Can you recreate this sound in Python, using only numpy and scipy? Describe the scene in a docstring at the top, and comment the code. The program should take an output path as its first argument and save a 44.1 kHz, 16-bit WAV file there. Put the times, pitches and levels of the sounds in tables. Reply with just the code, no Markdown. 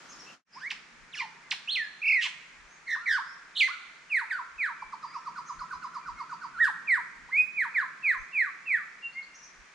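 """A lyrebird sings from scrub at a forest edge: whip cracks, warbles, falling whistles and a run of quick low notes.
Each note is a gliding sine with throat-coloured overtones; rasps add hiss. Noise echoes scatter it into a long tail.
Small birds call farther off as swelling glides, over filtered-noise leaves, a low rumble and puffs of wind.
Just before the song the level drops away and returns higher. Source levels [dB] are before the mix gains."""
import sys
import numpy as np
from scipy import signal
from scipy.io import wavfile
from scipy.ndimage import uniform_filter1d, map_coordinates

SR = 44100
rng = np.random.default_rng(int(sys.argv[2]) if len(sys.argv) > 2 else 0)


def master(y):
    """Save y as 16-bit WAV."""
    cut = np.clip(np.atleast_2d(y).T, -1, 1)
    pcm = np.round(cut * 32767)  # scale
    wavfile.write(sys.argv[1], SR, pcm.astype(np.int16))


N = 429534
TIME = np.arange(N) / SR


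def from_db(db):
    """Decibels to gain."""
    return 10 ** (np.asarray(db) / 20)


def rms_one(x):
    """Scale to unit rms."""
    return x / np.sqrt(np.mean(x ** 2) + 1e-20)


def in_time(rows, t):
    """Each column of a curve, read at the times t."""
    s, *columns = np.transpose(rows)
    return [np.interp(t, s, column) for column in columns]


def at_hz(points, hz):
    """A spectrum read on a log-frequency axis."""
    f, value = np.transpose(points)
    return np.interp(np.log(hz), np.log(f), value)


def drift(rate_per_s, t):
    """Smooth random curve: knots of spread 1, rate_per_s knots a second."""
    knots = rng.standard_normal(len(t) // 8 + 4)
    position = (t - t[0]) * min(rate_per_s, SR / 8)
    return map_coordinates(knots, [position], order=2, mode="mirror")


def span(start_s, end_s):
    """Sample numbers between two times."""
    return np.arange(max(int(start_s * SR), 0), min(int(end_s * SR), N))


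def progress(t, begin_s, end_s):
    """0 before begin, rising evenly to 1 at end."""
    return np.clip((t - begin_s) / (end_s - begin_s), 0, 1)


# left-right likeness of diffuse sound: (frequency [Hz], likeness [0-1])
LIKENESS = [(30, .1), (100, 0.19), (200, 0.73), (1000, 0.55), (4000, 0.28), (12000, 0.12)]


def stereo_bands(size):
    """Narrow noise bands as (centre Hz, left and right), mixed from mid and side to a set likeness."""
    white = rng.standard_normal((2, 2, size))
    edges_hz = np.geomspace(22, 16000, 26)
    for k, (low, high) in enumerate(zip(edges_hz, edges_hz[1:])):
        band_pass = signal.butter(3, [low, high], "band", fs=SR, output="sos")
        mid, side = signal.sosfilt(band_pass, white[k % 2])
        hz = np.sqrt(low * high)
        alike = np.clip(at_hz(LIKENESS, hz), -1, 1)
        yield hz, np.sqrt(1 + alike) * mid + np.sqrt(1 - alike) * side * [[1], [-1]]


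def coloured(bands, spectrum):
    """Noise bands weighted by a spectrum, within its range; rms 1."""
    lowest, highest = spectrum[0][0], spectrum[-1][0]
    return rms_one(sum(from_db(at_hz(spectrum, hz)) * band for hz, band in bands if lowest <= hz <= highest))


# far rumble, swelling and sinking: (time [s], level [dB])
RUMBLE = [(0, -74), (4.4, -84), (5.4, -73), (6.4, -72.5), (7.6, -76), (8.4, -80), (9.7, -82.5)]
# rumble spectrum: (frequency [Hz], density [dB per Hz])
RUMBLE_COLOUR = [(100, -26.5), (125, -10), (165, 5.5), (230, -2.5), (300, -5), (500, -13.5), (1000, -25)]


def far_rumble(bands):
    """Low noise, played backwards in time, under a slow level curve."""
    return from_db(in_time(RUMBLE, TIME)[0]) * coloured(bands, RUMBLE_COLOUR)[:, ::-1]


# wind puffs: (time [s], length [s], level [dB])
PUFFS = [(.1, .15, -73), (1.003, .05, -73), (2.625, 0.057, -71), (3.131, 0.05, -70), (4.57, 0.036, -71),
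         (4.872, 0.043, -68), (5.596, 0.036, -61), (5.765, 0.026, -67), (6.124, 0.043, -62),
         (6.592, 0.037, -64.5), (7.226, 0.037, -65), (8.207, 0.03, -59.5), (9.607, 0.026, -63)]
# wind spectrum: (frequency [Hz], density [dB per Hz])
WIND_COLOUR = [(25, 6), (45, 3), (75, -6), (120, -25), (250, -37)]


def wind_puffs(bands):
    """Wind at the microphone: low noise with bell-shaped puffs over a faint floor, louder on the left."""
    gusts = from_db(-87) + sum(from_db(db) * np.exp(-((TIME - s) / length_s) ** 2) for s, length_s, db in PUFFS)
    return gusts * coloured(bands, WIND_COLOUR) * from_db([[1.5], [-4]])


# leaves and far air: (frequency [Hz], density [dB per Hz])
LEAVES = [(120, -20.5), (160, -12.5), (210, -7.5), (330, -7), (700, -7), (1050, 0.5), (2000, 6),
          (3100, -10.5), (4500, -9.5), (6400, -11), (8000, -17.5), (9800, -30), (11500, -50),
          (15000, -58.5)]
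# louder rustle until the bottom of the fade: (frequency [Hz], density [dB per Hz])
RUSTLE = [(59, -44), (100, -17), (184, 0), (533, -8.5), (855, -5), (1320, 0.5), (4210, -13.5), (5550, -8.5),
          (6000, -9.5), (11000, -34), (14400, -63), (22000, -120)]
LEAVES_DB, RUSTLE_DB = -64, -52


def rustling_leaves(bands):
    """Steady shaped noise: the louder rustle, then leaves and far air."""
    rustle = from_db(RUSTLE_DB) * coloured(bands, RUSTLE)
    leaves = from_db(LEAVES_DB) * coloured(bands, LEAVES)
    return np.where(TIME < FADE[2][0], rustle, leaves)


def air():
    """Leaves, rumble and wind, coloured from the same noise bands."""
    bands = list(stereo_bands(N))
    return rustling_leaves(bands) + far_rumble(bands) + wind_puffs(bands)


# buzzy chips of small birds: (start [s], length [s], pitch [Hz], level [dB])
CHIPS = [(0.079, 0.049, 5980, -45), (0.113, 0.032, 5020, -45.5), (0.188, 0.033, 5280, -42),
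         (0.246, .081, 2540, -44.5), (0.507, .07, 4850, -56), (5.445, .075, 6030, -57),
         (9.337, 0.04, 5790, -54), (9.417, 0.042, 5650, -52.5)]
CHIP_RISE, CHIP_BUZZ = 0.1085, .05   # shares of pitch
# clear pipes and thin glides of other birds: (start [s], length [s], start pitch [Hz], end pitch [Hz], level [dB])
PIPES = [(1.411, 0.11, 2080, 2060, -60), (2.66, .13, 5870, 6900, -66.5), (3.23, 0.13, 4600, 5900, -61),
         (4.77, 0.13, 2392, 2270, -52), (5.02, .14, 4670, 4960, -60), (5.123, .08, 4900, 5980, -63),
         (5.053, .14, 1350, 3010, -58), (6.0, 0.077, 2384, 2360, -58.5), (6.15, 0.091, 2170, 2137, -53),
         (8.149, 0.095, 5900, 6670, -67), (9.015, 0.084, 2786, 2743, -38), (9.14, 0.078, 2058, 2220, -37.5),
         (9.115, .033, 3910, 4910, -63), (9.217, 0.0267, 3830, 4980, -57.5)]
PIPE_WAVER = 0.0026   # share of pitch


def neighbours():
    """Sine glides that swell and die; fast random pitch drift makes chips buzz and pipes waver."""
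    calls = [(start, length, hz, hz * (1 + CHIP_RISE), db, CHIP_BUZZ) for start, length, hz, db in CHIPS]
    calls += [(*row, PIPE_WAVER) for row in PIPES]
    out = np.zeros(N)
    for start, length, from_hz, to_hz, db, buzz in calls:
        at = span(start, start + length)
        along = np.linspace(0, 1, len(at))
        pitch_hz = (from_hz + (to_hz - from_hz) * along) * (1 + buzz * drift(600, at / SR))
        swell = np.sin(np.pi * along) ** 2
        out[at] += from_db(db) * np.sqrt(2) * swell * np.sin(2 * np.pi * np.cumsum(pitch_hz) / SR)
    return out


# scatter from leaves and twigs: (frequency [Hz], level [dB])
SCATTER = [(1000, -1.5), (2500, -2.5), (4000, 3.5), (10000, 7)]
# what far trunks send back best: (frequency [Hz], level [dB])
TAIL_COLOUR = [(850, -2), (1100, -1), (3100, 0), (3900, 4), (5200, 0), (7000, 2)]
# decay of the forest's tail by 60 dB: (frequency [Hz], t60 [s])
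FOREST_T60 = [(500, 1.7), (1200, 1.09), (2200, 0.96), (4000, 0.96), (7000, 1.66), (12000, 0.96)]


def forest(x, scrub_db, tail_db, scrub_t60_s=0.21, first_echo_s=0.0057, build_s=0.029, lumpy_db=5):
    """Near scrub scatters a quick, lumpy burst; far trunks return a long tail, each band with its own decay."""
    t = np.arange(int(1.6 * SR)) / SR
    scrub, tail = 0, 0
    for hz, band in stereo_bands(len(t)):
        scrub = scrub + band * from_db(at_hz(SCATTER, hz))
        tail = tail + band * from_db(at_hz(TAIL_COLOUR, hz) - 60 * t / at_hz(FOREST_T60, hz))
    scrub = scrub * (t > first_echo_s) * from_db(lumpy_db * drift(1495, t) - 60 * t / scrub_t60_s)
    tail = tail * (1 - np.exp(-t / build_s))
    echoes = (from_db(scrub_db) * rms_one(scrub) + from_db(tail_db) * rms_one(tail)) / np.sqrt(len(t))
    return signal.fftconvolve(x[None], echoes, axes=1)[:, :N]


# ground echo cancelling direct sound: (frequency [Hz], width [Hz], share lost [0-1])
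GROUND_DIPS = [(1328, 616, 0.85), (1663, 43, 0.84)]


def over_ground(x):
    """Direct sound, hollowed where the ground's echo arrives out of step."""
    for hz, width_hz, lost in GROUND_DIPS:
        peak = signal.lfilter(*signal.iirpeak(hz, hz / width_hz, fs=SR), x)
        x = x - np.clip(lost, 0, 1) * peak
    return x


# spells of rasp within notes: (start [s], end [s], phase jitter [rad], hiss level [dB])
RASPS = [(0.699, 0.726, .2, -44), (1.504, 1.54, .25, -48), (2.205, 2.28, 0.29, -33),
         (3.593, 3.64, 0.17, -46), (6.636, 6.684, .2, -55)]
# throat resonances that ring in the hiss: (frequency [Hz], width [Hz], level [dB])
RASP_RESONANCES = [(2870, 790, -1), (6300, 3000, -14)]


def rasp_hiss(t, phase):
    """Air escapes once in each cycle of a rasp and rings in the throat."""
    puffs = rng.standard_normal(len(t)) * (1 + np.sin(phase))
    hiss = 0
    for hz, width_hz, db in RASP_RESONANCES:
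        b, a = signal.iirpeak(hz, hz / width_hz, fs=SR)
        ringing = signal.lfilter(b, a, signal.lfilter(b, a, puffs))
        hiss = hiss + from_db(db) * rms_one(ringing)
    flow = sum(from_db(db) * np.sin(np.pi * progress(t, begin, stop)) for begin, stop, _, db in RASPS)
    beak = signal.butter(3, 7500, fs=SR, output="sos")
    return signal.sosfilt(beak, hiss * flow)


# fast pitch warbles within notes: (first crest [s], end [s], rate [per s], depth [share of pitch])
WARBLES = [(1.167, 1.235, 58, 0.072), (2.032, 2.145, 36.5, 0.097), (2.879, 2.932, 74, 0.074),
           (3.064, 3.152, 82, 0.066), (3.556, 3.587, 92, 0.145)]
OVERTONE_SLOPE_DB = -4   # per overtone


def syrinx(note, throat, edge_s=.004, jitter=0.006, overtone_flutter_db=3.5, phase_noise=0.09):
    """One note: a gliding, nearly pure whistle with overtones coloured by the throat."""
    at = span(note[0][0] - edge_s, note[-1][0] + edge_s)
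    t = at / SR
    pitch_hz, level_db, overtone_db = in_time(note, t)
    bend = jitter * drift(403, t)
    for crest, stop, per_s, depth in WARBLES:
        cycles = (t - crest) * per_s
        bend += depth * np.cos(2 * np.pi * cycles) * (cycles > -1 / 4) * (t < stop)
    phase = 2 * np.pi * np.cumsum(pitch_hz * (1 + bend)) / SR

    # in a rasp the membranes close at irregular moments, smearing overtones into noise
    rough = phase_noise + sum(depth * (t > begin) * (t < stop) for begin, stop, depth, _ in RASPS)
    closing = phase + uniform_filter1d(rough, size=256) * drift(1100, t)

    k = np.arange(2, 11)[:, None]   # harmonic numbers
    flutter_db = overtone_flutter_db * np.array([drift(119.5, t) for _ in k])
    weights = from_db(at_hz(throat, k * pitch_hz) + OVERTONE_SLOPE_DB * k) * (k * pitch_hz < SR / 2)
    weights = from_db(flutter_db - 5) * weights / np.sqrt(np.sum(weights ** 2, axis=0) + 1e-12)
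    beak = signal.butter(3, [1300, 11500], "band", fs=SR, output="sos")
    overtones = signal.sosfilt(beak, np.sum(weights * np.sin(k * closing), axis=0))

    gate = np.sin(np.pi / 2 * np.clip(np.minimum(t - t[0], t[-1] - t) / edge_s, 0, 1)) ** 2
    voice = from_db(level_db) * np.sin(phase) + from_db(overtone_db) * overtones
    return at, np.sqrt(2) * gate * voice + rasp_hiss(t, phase)


# tone peaks first, then breaks into overtones: (share of length [0-1], tone [dB], overtones [dB])
CRACK_SHAPE = [(0, -22, -54), (.16, -5, -37), (.32, 0, -8), (.52, -9.5, 1), (.75, -17.5, -2.5),
               (1, -29.5, -19)]
CRACK_PLUNGE = 4.0   # time constants in one crack


def whip_crack(start, length, top_hz, bottom_hz, db, overtone_db):
    """The pitch plunges exponentially, fastest at first."""
    t = span(start, start + length) / SR
    along = progress(t, start, start + length)
    level, overtones = in_time(CRACK_SHAPE, along)
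    pitch_hz = bottom_hz + (top_hz - bottom_hz) * np.exp(-CRACK_PLUNGE * along)
    return np.transpose([t, pitch_hz, db + level, overtone_db + overtones])


ONSET_DB, ATTACK_S = 14.5, 0.0066   # start below level; time constant
EASY_HZ, STRAIN_DB_PER_HZ = 2400, .032   # fundamental weakens above this pitch
HOOK_S = .022   # time constant of the pitch after the foot
BEAK_HZ, BEAK_WIDTH_HZ = 4050, 260   # overtones flare as the octave crosses this resonance
DROP_CURVE = 1.05   # 1 = even, more = level goes later
WAVER_DB, WAVER_PER_S = 1.3, 90


def falling_note(start, knee, foot, top_hz, knee_hz, foot_hz, bow, db, overtone_db, hook_s, hook_hz, swell_db,
                 drop_db, hook_db, brightest, overtone_swell_db, overtone_drop_db, beak_db):
    """Swells as the pitch sags to a knee, weakens as it drops to a foot, and ends on a hook up or down."""
    t = span(start, foot + hook_s) / SR
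    sag, drop, hook = progress(t, start, knee), progress(t, knee, foot), progress(t, foot, foot + hook_s)
    pitch_hz = top_hz + (knee_hz - top_hz) * sag ** bow + (foot_hz - knee_hz) * drop
    pitch_hz = pitch_hz + hook_hz * (1 - np.exp(-hook * hook_s / HOOK_S))
    onset = ONSET_DB * np.exp(-(t - start) / ATTACK_S)
    strain = STRAIN_DB_PER_HZ * np.maximum(pitch_hz - EASY_HZ, 0)
    level = db - onset - strain - swell_db * (1 - sag) - drop_db * drop ** DROP_CURVE + hook_db * hook
    level = level + WAVER_DB * drift(WAVER_PER_S, t)
    flare = beak_db * np.exp(-((2 * pitch_hz - BEAK_HZ) / BEAK_WIDTH_HZ) ** 2)
    overtones = overtone_db - onset / 2 + flare
    overtones = overtones - overtone_swell_db * (sag - brightest) ** 2 - overtone_drop_db * (drop + hook)
    return np.transpose([t, pitch_hz, level, overtones])


# quick note's fall: (share of time [0-1], share of pitch drop [0-1], fundamental [dB], overtones [dB])
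QUICK_FALL = [(0, 0.038, -16.5, -31.5), (.2, .21, 0.5, -26.5), (.55, .56, 1.5, -23), (.8, .85, -2.5, -22),
              (1, 0.94, -13.5, -23)]


def quick_note(start, end, top_hz, bottom_hz, db, upturn_db, upturn_s=.013, upturn=.1):
    """A short fall that hooks upward as it stops."""
    fall = [(start + (end - start) * when, top_hz + (bottom_hz - top_hz) * drop, db + level, db + over)
            for when, drop, level, over in QUICK_FALL]
    return fall + [(end + upturn_s, bottom_hz * (1 + upturn), db + upturn_db - 7.5, db + upturn_db - 27.0)]


# the run swells and eases: (time [s], effort [0-1])
RUN_EFFORT = [(4.82, 0), (5.05, 0.42), (5.7, 1), (6.1, .4), (6.42, 0.31)]
# each pair: without effort, added by full effort
RUN_DB, RUN_EFFORT_DB = -37.1, 3.4
RUN_BOTTOM_HZ, RUN_EFFORT_HZ = 830, 104.8
UPTURN_DB, UPTURN_EFFORT_DB = -19, 20


def run_note(start, length, top_hz):
    """With more effort a quick note is louder, stops higher and has a stronger hook."""
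    effort, = in_time(RUN_EFFORT, start)
    return quick_note(start, start + length, top_hz, RUN_BOTTOM_HZ + RUN_EFFORT_HZ * effort,
                      RUN_DB + RUN_EFFORT_DB * effort, UPTURN_DB + UPTURN_EFFORT_DB * effort)


# notes sung once: (time [s], pitch [Hz], fundamental [dB], overtones [dB])
OPENING_RISE = [(.555, 840, -59, -74), (.575, 1051, -44, -62), (.6, 1323, -52, -58), (.625, 1645, -42, -55),
                (.678, 2254, -37.5, -65), (.69, 2400, -59, -70)]
NASAL_SLUR = [(1.125, 4090, -63, -87), (1.141, 2850, -43, -57.5), (1.158, 1745, -45, -45.5),
              (1.2, 1144, -48, -36), (1.22, 995, -39.5, -37), (1.255, 854, -46, -53)]
HIGH_ARCH = [(1.677, 2538, -41.5, -68), (1.695, 3190, -32, -59), (1.712, 4120, -38, -62),
             (1.729, 4306, -33, -52), (1.745, 4030, -37.5, -70), (1.76, 2647, -31.5, -50.5),
             (1.775, 2076, -33, -47), (1.81, 1797, -33, -58.5), (1.86, 1645, -44, -63)]
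TRILL = [(2.02, 2402, -38.5, -70), (2.08, 2494, -26.5, -53), (2.14, 2273, -25.5, -50),
         (2.19, 1887, -29, -55), (2.212, 1880, -35, -49), (2.228, 1357, -50, -37),
         (2.268, 975, -45.5, -34.5), (2.276, 830, -60, -36)]
FLOURISH = [(3.553, 3620, -51, -79), (3.57, 3340, -33, -52), (3.59, 4346, -35.5, -54.5),
            (3.612, 2408, -22, -36.5), (3.635, 2021, -25, -41), (3.672, 2101, -32.5, -51.5),
            (3.686, 1033, -40, -44), (3.715, 1422, -31, -56), (3.745, 1470, -48, -55)]
SCOOPED_FALL = [(4.302, 2600, -50, -74), (4.312, 1967, -31, -53), (4.328, 1567, -30, -49),
                (4.345, 1490, -31.5, -60), (4.38, 1350, -32, -65), (4.4, 1000, -36, -57.5),
                (4.425, 920, -54.5, -69)]
LOW_ARCH = [(6.541, 1524, -46, -69), (6.578, 1300, -30.5, -65), (6.595, 1656, -33.5, -59),
            (6.61, 1912, -23, -57), (6.632, 1840, -21, -47), (6.655, 1572, -22.5, -46),
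            (6.687, 1000, -34, -47.5), (6.702, 813, -47, -50)]
HELD_RISE = [(7.29, 891, -53.5, -65), (7.305, 1236, -48, -67), (7.32, 2030, -45.5, -69.5),
             (7.332, 2087, -30.5, -69), (7.355, 2220, -28.5, -64), (7.378, 2487, -26.5, -59.5),
             (7.405, 2494, -23, -62.5), (7.424, 2540, -38, -58)]
# whip cracks: (start [s], length [s], top [Hz], bottom [Hz], level [dB], overtones [dB])
CRACKS = [(0.703, .026, 5900, 680, -33, -35), (1.507, .031, 7600, 595, -27.5, -31)]
# harsh falls with an upward hook: (start [s], knee [s], foot [s], top [Hz], knee [Hz], foot [Hz],
# bow of the sag [1 straight, more = late], level [dB], overtones [dB], hook length [s], hook rise [Hz], swell [dB])
HARSH_NOTES = [(2.867, 2.946, 2.966, 2162, 1804, 930, .7, -28, -47, .08, 509, 13.5),
               (3.06, 3.165, 3.192, 2286, 1457, 880, .65, -25.8, -39, 0.027, 395, 1.4)]
# falling whistles: (start [s], knee [s], foot [s], top [Hz], knee [Hz], foot [Hz],
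# bow of the sag [1 straight, more = late], level [dB], overtones [dB])
WHISTLES = [(4.095, 4.176, 4.222, 2960, 1898, 960, .75, -25.5, -52),
            (4.582, 4.652, 4.703, 2586, 1684, 977, 1.4, -27, -55),
            (6.873, 6.942, 6.983, 2616, 1830, 1000, .7, -22.5, -51),
            (7.562, 7.625, 7.66, 2516, 1793, 973, 1.38, -25.5, -55),
            (7.744, 7.79, 7.833, 2520, 1700, 1060, .9, -24, -53),
            (8.028, 8.108, 8.153, 2680, 1920, 1077, 1.1, -23.5, -55),
            (8.325, 8.41, 8.476, 2760, 2030, 1160, 1.15, -25, -60),
            (8.658, 8.748, 8.8, 2733, 1870, 1220, 1.25, -26.5, -61)]
# run of quick notes: (start [s], length of fall [s], top pitch [Hz])
RUN = [(4.82, 0.013, 1235), (4.921, .027, 1378), (5.024, 0.035, 1425), (5.134, 0.045, 1457),
       (5.253, 0.041, 1433), (5.356, .046, 1592), (5.483, .035, 1463), (5.592, 0.039, 1535),
       (5.705, .042, 1651), (5.821, 0.042, 1584), (5.936, .048, 1492), (6.054, .053, 1600),
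       (6.177, 0.052, 1506), (6.293, 0.053, 1590), (6.413, 0.052, 1622)]
# throat and beak response, phrase by phrase: (frequency [Hz], gain [dB])
OPENING_THROAT = [(1500, 5), (2700, -0.5), (3600, -8), (5000, 1.5), (6500, -9.5), (10000, -14),
                  (11300, -31)]
HARSH_THROAT = [(1500, 7), (2800, 1.5), (4200, 3.5), (5500, 3), (6800, -7), (9800, -8.5), (11300, -24.5),
                (14500, -31.5)]
WHISTLE_THROAT = [(1800, 11.5), (2900, -2), (4000, 6), (4800, 0.5), (5600, -13.5), (6800, -2), (8200, 0),
                  (9900, 2), (11000, -11.5), (14500, -11.5)]
RUN_THROAT = [(2200, -1.5), (3300, -15.5), (4600, 12.5), (5500, 3.5), (6400, 9), (7800, -2), (9900, 7),
              (11000, -7)]
# starts of the harsh phrase and of the whistles: (time [s])
PHRASE_STARTS = [1.4, 4.0]


def lyrebird():
    """A nasal opening, harsh cracks and warbles, then pure whistles with the run among them."""
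    song = [OPENING_RISE, NASAL_SLUR, HIGH_ARCH, TRILL, FLOURISH, SCOOPED_FALL, LOW_ARCH, HELD_RISE]
    song += [whip_crack(*row) for row in CRACKS]
    song += [falling_note(*row, drop_db=14, hook_db=3.5, brightest=0.61,
                          overtone_swell_db=42, overtone_drop_db=5.5, beak_db=-0.5) for row in HARSH_NOTES]
    song += [falling_note(*row, hook_s=.024, hook_hz=-110, swell_db=8, drop_db=14, hook_db=-11, brightest=0.99,
                          overtone_swell_db=27, overtone_drop_db=6, beak_db=8) for row in WHISTLES]
    throats = [OPENING_THROAT, HARSH_THROAT, WHISTLE_THROAT]
    notes = [(note, throats[np.searchsorted(PHRASE_STARTS, note[0][0])]) for note in song]
    notes += [(run_note(*row), RUN_THROAT) for row in RUN]
    out = np.zeros(N)
    for note, throat in notes:
        at, sound = syrinx(note, throat)
        out[at] += sound
    return out


LEFT_LAG_S = 1.6e-5


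def scene():
    """The lyrebird stands a little to the right, so it reaches the left side later and softer."""
    song, others = lyrebird(), neighbours()
    near = over_ground(song)
    left = from_db(-6.5) * np.interp(TIME - LEFT_LAG_S, TIME, near)
    right = from_db(-3.5) * near
    direct = np.array([left, right])
    echoes = forest(song, scrub_db=-10.2, tail_db=-20.2) * from_db([[-.7], [.7]])
    far_birds = from_db(-7.5) * others + forest(others, scrub_db=-8.0, tail_db=-16.0)
    return direct + echoes + far_birds + air()


# overall level, holding its last value: (time [s], level [dB])
FADE = [(.34, 0.5), (.41, -25.5), (.44, -50), (.475, -12), (.55, 9)]
CUTOFF_HZ = 14600


def record(dry):
    """The level drops and returns once; a steep low-pass cuts the top."""
    faded = dry * from_db(in_time(FADE, TIME)[0])
    low_pass = signal.ellip(10, .1, 80, CUTOFF_HZ, fs=SR, output="sos")
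    return signal.sosfilt(low_pass, faded)


dry = scene()
out = record(dry)
master(out)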